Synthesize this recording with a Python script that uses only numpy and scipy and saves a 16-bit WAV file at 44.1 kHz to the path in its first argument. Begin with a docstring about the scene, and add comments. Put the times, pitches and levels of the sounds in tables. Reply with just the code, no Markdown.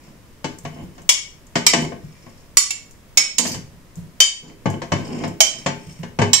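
"""A steel spoon pushes chopped fruit off a hard plate into a plastic blender jar, in a small tiled kitchen.
From the start, shaped noise gives a faint room tone, and rubbing strokes add slipping, crackling noise.
After a faint handling tick, noise clacks and hollow modes make blows on the jar; wet ticks and low thuds join.
After a second the first of nine clinks sounds: a noise crack, short overtones and the plate's singing modes.
Near 3.4 s the spoon grates on the bare plate and against the jar; then rubs, blows and clinks go on."""
import sys
import numpy as np
from scipy import signal
from scipy.fft import rfft, irfft, next_fast_len
from scipy.io import wavfile
from scipy.ndimage import uniform_filter1d, map_coordinates

SR = 44100
rng = np.random.default_rng(int(sys.argv[2]) if len(sys.argv) > 2 else 0)


def inscribe(sig):
    """Save sig as 16-bit PCM at rate SR to the path in sys.argv[1].

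    A 1-D sig is mono; a 2-D sig holds one channel per row.
    Samples are clipped to [-1, 1] before scaling.
    """
    pcm = np.round(np.clip(np.atleast_2d(sig).T, -1, 1) * 32767)
    wavfile.write(sys.argv[1], SR, pcm.astype(np.int16))


N = 282222

# Density of the room's hiss: (frequency [Hz], relative level [dB])
AIR_COLOUR = [(12, -29.5), (20, -3), (161, -9), (289, -13), (324, -14.5), (427, -17.5), (597, -18.5),
              (811, -25.5), (958, -20.5), (1500, -26.5), (1770, -24.5), (4310, -32.5), (5090, -30.5),
              (5530, -31), (15500, -38)]
# Density of the room's low rumble: (frequency [Hz], relative level [dB])
RUMBLE_COLOUR = [(20, 21.0), (50, 4.5), (80, -20.5), (140, -4.5), (250, -1), (900, -64)]
# Likeness of the two sides: (frequency [Hz], correlation [0-1])
SIDE_LIKENESS = [(30, 0.19), (70, 0.75), (200, 0.92), (500, 0.7), (1000, 0.32), (2500, 0.14), (12000, 0)]
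# Reverberation of the tiled kitchen: (frequency [Hz], t60 [s])
KITCHEN_DECAY = [(100, 0.35), (300, 0.53), (800, 0.3), (2100, 0.36), (5600, 0.33), (9000, 0.29),
                 (15000, 0.13)]

# Spoon strokes through fruit, and a sleeve or handling rub near 4.4 s:
# (time [s], length [s], rub on the jar [dB], wet hiss [dB])
RUBBING_STROKES = [(0, .13, -55.5, -58.5), (0.717, .15, -41, -56.5), (0.89, .15, -52, -64),
                   (1.76, .1, -26, -37), (1.963, .51, -61.5, -58), (3.409, .15, -37.5, -39.5),
                   (4.418, 0.12, -42, -53), (4.706, 0.053, -32, -50), (4.966, .29, -33, -47.5),
                   (5.11, .21, -32.5, -44.5), (5.526, .13, -46.5, -43), (5.766, .26, -54.5, -51)]
# Density of the low rub: (frequency [Hz], relative level [dB])
RUB_COLOUR = [(50, -27), (110, 1), (250, 4.5), (420, 2.5), (700, -9.5), (1050, -7), (1300, -22),
              (1700, -21), (3100, -20), (4500, -53)]
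# Density of the wet pulp: (frequency [Hz], relative level [dB])
PULP_COLOUR = [(800, -26.5), (2300, 24.5), (3700, -1), (5500, 4), (7300, 6.5), (9000, -39.5),
               (15000, -12.5)]
# Strengths of the grating overtones: (frequency [Hz], relative level [dB])
GRATE_COLOUR = [(4500, 1), (7500, -2.5), (9000, -10.5), (15000, -12.5)]

# Blows on the jar, after a faint handling tick at the start, and near 3.4-3.5 s the spoon grating against it:
# (time [s], level [dB], hardness [dB/octave], rocking of the jar on its base [dB])
JAR_CONTACTS = [(.075, -48.5, -3.5, 6), (0.4429, -24.5, 1.5, -5), (.65, -30, 0.5, -19), (.76, -44, -6, -1),
                (.979, -42, 0.1, -5), (1.555, -16, 1.66, -13), (1.734, -17, 3.5, -12),
                (1.919, -30.5, -4, 1.5), (2.264, -40.5, -3, -2.5), (3.391, -24.5, 2, -8),
                (3.451, -27.5, 2, -3), (3.542, -37, 4.5, 3), (4.6567, -16.5, -3.5, 4.5),
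                (4.817, -28, 0, -12), (4.919, -16.5, 0.26, 3), (5.236, -22.5, -2, 3.5),
                (5.661, -17.5, 1.5, -7), (6.031, -32.5, -.2, 8.5), (6.188, -16, -1, 5),
                (6.216, -16, 0.2, 7)]
# Density of the plastic clack: (frequency [Hz], relative level [dB])
CLACK_COLOUR = [(50, -46), (110, 7), (300, 9), (700, 4), (1100, 6), (1300, -8.5), (1650, 1), (3100, -5.5),
                (3700, -11), (5500, -9), (7500, -11.5), (9000, -27.5), (15000, -55)]
# Modes of the jar on its base, undamped: (frequency [Hz], relative level [dB], t60 [s])
JAR_MODES = [(101.7, -3, .34), (145.5, -2, 0.27), (179, -0.5, 0.26), (238.1, 0, .27), (318, -5, .16),
             (408.1, -7, 0.27), (551.5, -6.5, .14), (681, 0, 0.13), (879, -8, 0.34), (1046, -8, .13),
             (1550, -13.5, 0.28), (2180, -5.5, 0.13), (3000, -8.5, 0.2)]

# Wet pieces coming unstuck: (time [s], relative level [dB])
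WET_TICKS = [(0.586, -26.5), (1.019, -37), (1.468, -37.5), (2.91, -33), (3.956, -32), (4.701, -24),
             (5.279, -27), (5.925, -36)]
# Density of a tick: (frequency [Hz], relative level [dB])
TICK_COLOUR = [(1500, -15), (4000, -18), (7000, 5), (10000, -11.5), (15000, -12.5)]
# Soft low thuds: landings of fruit, the low body of some blows, a rumble near 2 s: (time [s], relative level [dB])
LOW_THUDS = [(.632, -33), (.819, -36), (2.03, -39), (3.544, -31.5), (3.727, -44.5), (3.968, -31.5),
             (4.028, -42), (5.863, -37), (5.988, -33.5)]
# Density of a thud: (frequency [Hz], relative level [dB])
THUD_COLOUR = [(40, -11), (100, -1), (165, 9), (260, -19), (600, -29), (2000, -40.5)]

# Spoon on plate: (time [s], level [dB], brightness [dB/octave], freedom of the plate to ring [0-1],
# three pitches that this striking point favours [Hz, Hz, Hz], left over right [dB])
SPOON_CLINKS = [(1.0914, -2, 1.1, 0.083, 2220, 5320, 5610, 3.5),
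                (1.665, -6, -1, 0.43, 2370, 3897, 5500, -1.5),
                (2.570, -1.5, 2, 0.41, 5835, 7040, 7187, -3.5),
                (2.7052, -18, 1, 0.49, 2220, 7400, 7230, -3.5),
                (3.1729, 0.5, -1.5, .9, 2220, 5446, 5533, -4),
                (3.3826, -12, 3.5, .5, 2700, 6228, 6980, -8.5),
                (4.203, 2.5, -0.04, 0.97, 3143, 6228, 7060, 2),
                (5.4041, -3.5, -0.6, 0.48, 3143, 5835, 6560, -4), (6.3319, -1, 1, .9, 5530, 5835, 7712, -8)]
# Modes of plate and spoon, t60 before contact alters it: (frequency [Hz], relative level [dB], nominal t60 [s])
PLATE_MODES = [(2227, -4.5, 0.11), (2342, -8.5, .08), (2684, -9, 0.03), (2987, -6, 0.13), (3110, -4.5, 0.1),
               (3870, -9.5, 0.037), (4380, -13, .06), (4705, -4, 0.16), (4910, -15, .05), (5130, -2.5, .09),
               (5374, 2, .06), (5525, -5.5, .07), (5640, -1.5, 0.081), (5790, -10.5, .09),
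               (6180, -12, 0.087), (6545, -3, 0.092), (6970, -4, 0.057), (7020, -3.5, 0.077),
               (7135, -4, 0.14), (7530, -5.5, 0.065), (7500, -8, .08), (8340, -6.5, 0.15),
               (8430, -12.5, 0.079)]
# Density of the crack and strengths of the short overtones: (frequency [Hz], relative level [dB])
CRACK_COLOUR = [(100, -29.5), (450, -12), (900, 1), (1350, -6), (1600, -3), (2300, 5.5), (3700, 5),
                (5500, 7), (7400, 9), (9000, -3.5), (11000, -7.5), (15000, -11.5)]

LIFE = np.arange(int(.55 * SR)) / SR  # time axis of one blow [s]
AIR_DB = -47.5
BUMPS_PER_S, BUMP_DB = 45, -2  # small taps within a stroke; their level beside the smooth rub
GRATE_S, GRATE_LENGTH_S, GRATE_DB = 3.42, 0.13, -31  # the spoon's edge grates once on the bare plate
HARD_ABOVE_HZ = 700  # a harder contact lifts the spectrum progressively above this pitch
ROCK_HZ, ROCK_OCTAVES = 105, .55  # the jar rocking on its base: centre and width
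JAR_LOWEST_HZ = 83.8  # the jar radiates little below this
FAVOUR_DB, FREE_FAVOUR_DB = 9, 8  # lift of the favoured modes, and its growth when the plate rings freely
OVERTONES_DB, CRACK_DB = 3.5, -2.5  # beside the singing modes
CLINK_PIVOT_HZ, CLINK_TOP_HZ = 4500, 7200  # brightness tilts the clink about the first pitch, up to the second
TOP_HZ = 15700  # band limit


def amp(db):
    """Level and amplitude: decibels to gain."""
    return 10 ** (np.asarray(db) / 20)


def unit(x):
    """Mean power: scale a signal to rms 1."""
    return x / np.sqrt(np.mean(x ** 2) + 1e-20)


def along(points, hz):
    """Logarithmic pitch scale: join (Hz, value) points on a log axis."""
    f, v = np.transpose(points)
    return np.interp(np.log(hz + 1), np.log(f + 1), v)


def filtered(x, response):
    """Linear filtering: multiply the spectrum of x by a response of frequency."""
    n = x.shape[-1]
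    m = next_fast_len(n + 8192)
    spectrum = rfft(x, m) * response(np.fft.rfftfreq(m, 1 / SR))
    return irfft(spectrum, m)[..., :n]


def wobble(rate, size):
    """Slow random modulation: a smooth curve through `rate` random knots a second."""
    knots = rng.standard_normal(int(size * rate / SR) + 4)
    return map_coordinates(knots, [np.arange(size) * rate / SR])


def noise(colour, size):
    """Partial coherence: coloured stereo noise of rms 1, most alike in the bass, unrelated in the treble."""
    def mid_side(hz):
        turn = np.arccos(np.clip(along(SIDE_LIKENESS, hz), -1, 1)) / 2
        return amp(along(colour, hz)) * [np.cos(turn), np.sin(turn)]

    mid, side = filtered(rng.standard_normal((2, size)), mid_side)
    return unit(np.array([mid + side, mid - side]))


def fade(t60):
    """Exponential decay: the level falls 60 dB in t60 seconds."""
    return amp(-60 * LIFE / max(t60, 1e-3))


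def add(track, s, sound):
    """Superposition: mix a sound into the track at time s."""
    start = max(round(s * SR), 0)
    track[:, start:start + sound.shape[1]] += sound[:, :max(N - start, 0)]


def kitchen(x, wet_db):
    """Reverberation: direct sound plus a fresh noise tail from the tiles, each frequency dying at its own speed."""
    hz, t, z = signal.stft(noise([(1, 0)], len(LIFE)), SR, nperseg=256)
    decay = amp(-60 * t / along(KITCHEN_DECAY, hz)[:, None])
    tail = signal.istft(z * decay, SR, nperseg=256)[1]
    tail = tail / np.linalg.norm(tail[0])
    return x + amp(wet_db) * signal.fftconvolve(x, tail, axes=1)[:, :x.shape[1]]


def ring(modes, scatter_db):
    """Modal superposition: damped modes of random strength, whose phases differ more between sides when higher."""
    hz, db, t60 = np.transpose(modes)
    t60 = np.maximum(t60, 1e-3)
    chance = rng.standard_normal((3, len(hz)))
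    apart = np.arccos(np.clip(along(SIDE_LIKENESS, hz), -1, 1)) / 2 * np.sign(chance[1])
    phase = np.pi * chance[2] + np.array([apart, -apart])
    weights = amp(db + scatter_db * chance[0]) * np.exp(1j * phase)
    complex_rate = 2j * np.pi * hz - np.log(1000) / t60
    waves = np.exp(complex_rate[:, None] * LIFE[LIFE < t60.max()])
    sound = (weights @ waves).imag / np.linalg.norm(weights[0])
    return np.pad(sound, ((0, 0), (0, len(LIFE) - sound.shape[1])))


def overtones(colour, low_hz, high_hz, t60, count):
    """Modal density: a crowd of modes, strewn at random under a colour."""
    hz = low_hz + (high_hz - low_hz) * (np.arange(count) + rng.random(count)) / count
    return np.c_[hz, along(colour, hz), np.full(count, t60)]


def room_tone():
    """Stationary broadband noise: a faint hiss over a low rumble of wandering level."""
    hiss = amp(AIR_DB - 0.5) * noise(AIR_COLOUR, N)
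    rumble = amp(-53.5 + 2.1 * wobble(4.5, N)) * noise(RUMBLE_COLOUR, N)
    return hiss + rumble


def swell(size):
    """Contact pressure: the force of one stroke rises and falls."""
    return np.abs(np.sin(np.linspace(0, np.pi, size))) ** .5


def chatter(modes, size):
    """Frictional excitation: uneven slips keep the modes ringing."""
    slips = rng.standard_normal(size) * amp(5.9 * wobble(130, size))
    return unit(signal.fftconvolve(slips[None], ring(modes, scatter_db=3), axes=1)[:, :size])


def bumps(size):
    """Damped impulse response: taps at random moments excite the jar, which the resting plate damps."""
    count = max(int(BUMPS_PER_S * size / SR), 2)
    taps = np.bincount(rng.integers(0, size, count), amp(rng.normal(0, 4, count)), size)
    damped = [(hz, db, t60 * 0.45) for hz, db, t60 in JAR_MODES]
    return unit(signal.fftconvolve(taps[None], ring(damped, scatter_db=1.5), axes=1)[:, :size])


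def scrapes():
    """Sliding friction: small slips, random taps and crackling noise make the rubbing strokes and one grating."""
    track = np.zeros((2, N))
    held = [(hz, db, .02) for hz, db, _ in PLATE_MODES]  # the pressing spoon damps the plate
    for s, length, rub_db, wet_db in RUBBING_STROKES:
        size = int(length * SR)
        smooth_rub = noise(RUB_COLOUR, size) * amp(2.5 * wobble(90, size))
        rub = unit(smooth_rub + amp(BUMP_DB) * bumps(size))
        crackle_db = 3.6 * wobble(60, size) + 8.4 * wobble(630, size)
        pulp = unit(noise(PULP_COLOUR, size) * amp(crackle_db))
        wet = unit(pulp + 1.5 * chatter(held, size))
        add(track, s, swell(size) * (amp(rub_db) * rub + amp(wet_db) * wet))
    size = int(GRATE_LENGTH_S * SR)
    edge = overtones(GRATE_COLOUR, 4400, 15500, t60=0.037, count=70)
    add(track, GRATE_S, amp(GRATE_DB) * swell(size) * chatter(edge, size))
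    return kitchen(track, wet_db=-2.5)


def blow_of(x, level_db, colour_db, rise_s):
    """Impact: force scales the first 40 ms, touch then colours the blow, and contact takes a moment to build."""
    head = x[:, :SR // 25]
    coloured = filtered(x / np.sqrt(np.mean(head ** 2)), lambda hz: amp(level_db + colour_db(hz + 1)))
    return coloured * (1 - np.exp(-LIFE / max(rise_s, 1e-4)))


def jar_contacts():
    """Impact on a hollow shell: a handling tick, then blows and grating contacts, as a clack and a boom each."""
    track = np.zeros((2, N))
    for s, level_db, hardness, rock_db in JAR_CONTACTS:
        clack = noise(CLACK_COLOUR, len(LIFE)) * fade(0.074)
        walls = ring(overtones(CLACK_COLOUR, 239.1, 8500, t60=0.1, count=56), scatter_db=1.0)
        boom = ring(JAR_MODES, scatter_db=2.5)
        blow = kitchen(clack + amp(1) * walls, wet_db=-5.5) + amp(0.5) * kitchen(boom, wet_db=-5)

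        def touch_db(f):
            hard_db = hardness * np.log2(np.maximum(f / HARD_ABOVE_HZ, 1))
            return hard_db + rock_db * np.exp(-(np.log2(f / ROCK_HZ) / ROCK_OCTAVES) ** 2)

        add(track, s, blow_of(blow, level_db, touch_db, rise_s=0.0012))
    low_cut = signal.butter(3, JAR_LOWEST_HZ, "high", fs=SR, output="sos")
    return signal.sosfilt(low_cut, track) * amp([[1.3], [-1.3]])  # a little to the left


def ticks_and_thuds():
    """Adhesion and soft impact: short bright noise as wet pieces come unstuck, slow low noise for soft thuds."""
    track = np.zeros((2, N))
    for s, db in WET_TICKS:
        add(track, s, amp(db - 8.5) * noise(TICK_COLOUR, len(LIFE)) * fade(0.034))
    for s, db in LOW_THUDS:
        soft_onset = 1 - np.exp(-LIFE / 0.0044)
        add(track, s, amp(db + 4) * noise(THUD_COLOUR, len(LIFE)) * fade(0.25) * soft_onset)
    return kitchen(track, wet_db=-3)


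def clinks():
    """Modal excitation: steel strikes the plate with a crack, short overtones and a few modes that sing on."""
    track = np.zeros((2, N))
    hz, db, t60 = np.transpose(PLATE_MODES)
    for s, level_db, brightness, free, *pitches_hz, pan_db in SPOON_CLINKS:
        nearest = np.abs(hz[:, None] - pitches_hz).argmin(0)
        favoured = np.isin(np.arange(len(hz)), nearest)
        # a spoon that bounces clear lets the plate sing; one that stays pressed on chokes it
        free = np.clip(free, 0, 1)
        lifted_db = db + (FAVOUR_DB + FREE_FAVOUR_DB * free) * favoured
        singing = ring(np.c_[hz, lifted_db, t60 * (.55 + .9 * free)], scatter_db=-1.5)
        short = ring(overtones(CRACK_COLOUR, 500, 15500, t60=0.052, count=60), scatter_db=5.5)
        crack = noise(CRACK_COLOUR, len(LIFE)) * fade(0.032)
        attack = amp(OVERTONES_DB) * short + amp(CRACK_DB) * crack
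        blow = kitchen(singing, wet_db=-5) + kitchen(attack, wet_db=-8.0)

        def touch_db(f):
            return brightness * np.log2(np.clip(f, HARD_ABOVE_HZ, CLINK_TOP_HZ) / CLINK_PIVOT_HZ)

        pan = amp(np.array([[pan_db], [-pan_db]]) / 2)
        add(track, s, blow_of(blow, level_db, touch_db, rise_s=0.0017) * pan)
    return track


def scene():
    """Superposition: the sum of everything heard in the kitchen."""
    return room_tone() + scrapes() + jar_contacts() + ticks_and_thuds() + clinks()


def limiter(x, ceiling_db, release_db_per_s):
    """Gain control: the gain ducks under a loud burst and creeps back, taking the room's rumble with it."""
    power = np.abs(uniform_filter1d(np.mean(x ** 2, 0), size=128))
    over_db = np.maximum(10 * np.log10(power + 1e-12) - ceiling_db, 0)
    recovery = release_db_per_s * np.arange(N) / SR
    duck_db = np.maximum.accumulate(over_db + recovery) - recovery
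    return x * amp(-uniform_filter1d(duck_db, size=64))


def record(dry):
    """Saturation and band limit: loud bursts are limited, peaks flatten toward full scale, high treble is cut."""
    held = limiter(dry, ceiling_db=-2.0, release_db_per_s=20.0)
    clipped = held / (1 + np.abs(held) ** 8) ** (1 / 8)
    return filtered(clipped, lambda hz: hz < TOP_HZ)


dry = scene()
out = record(dry)
inscribe(out)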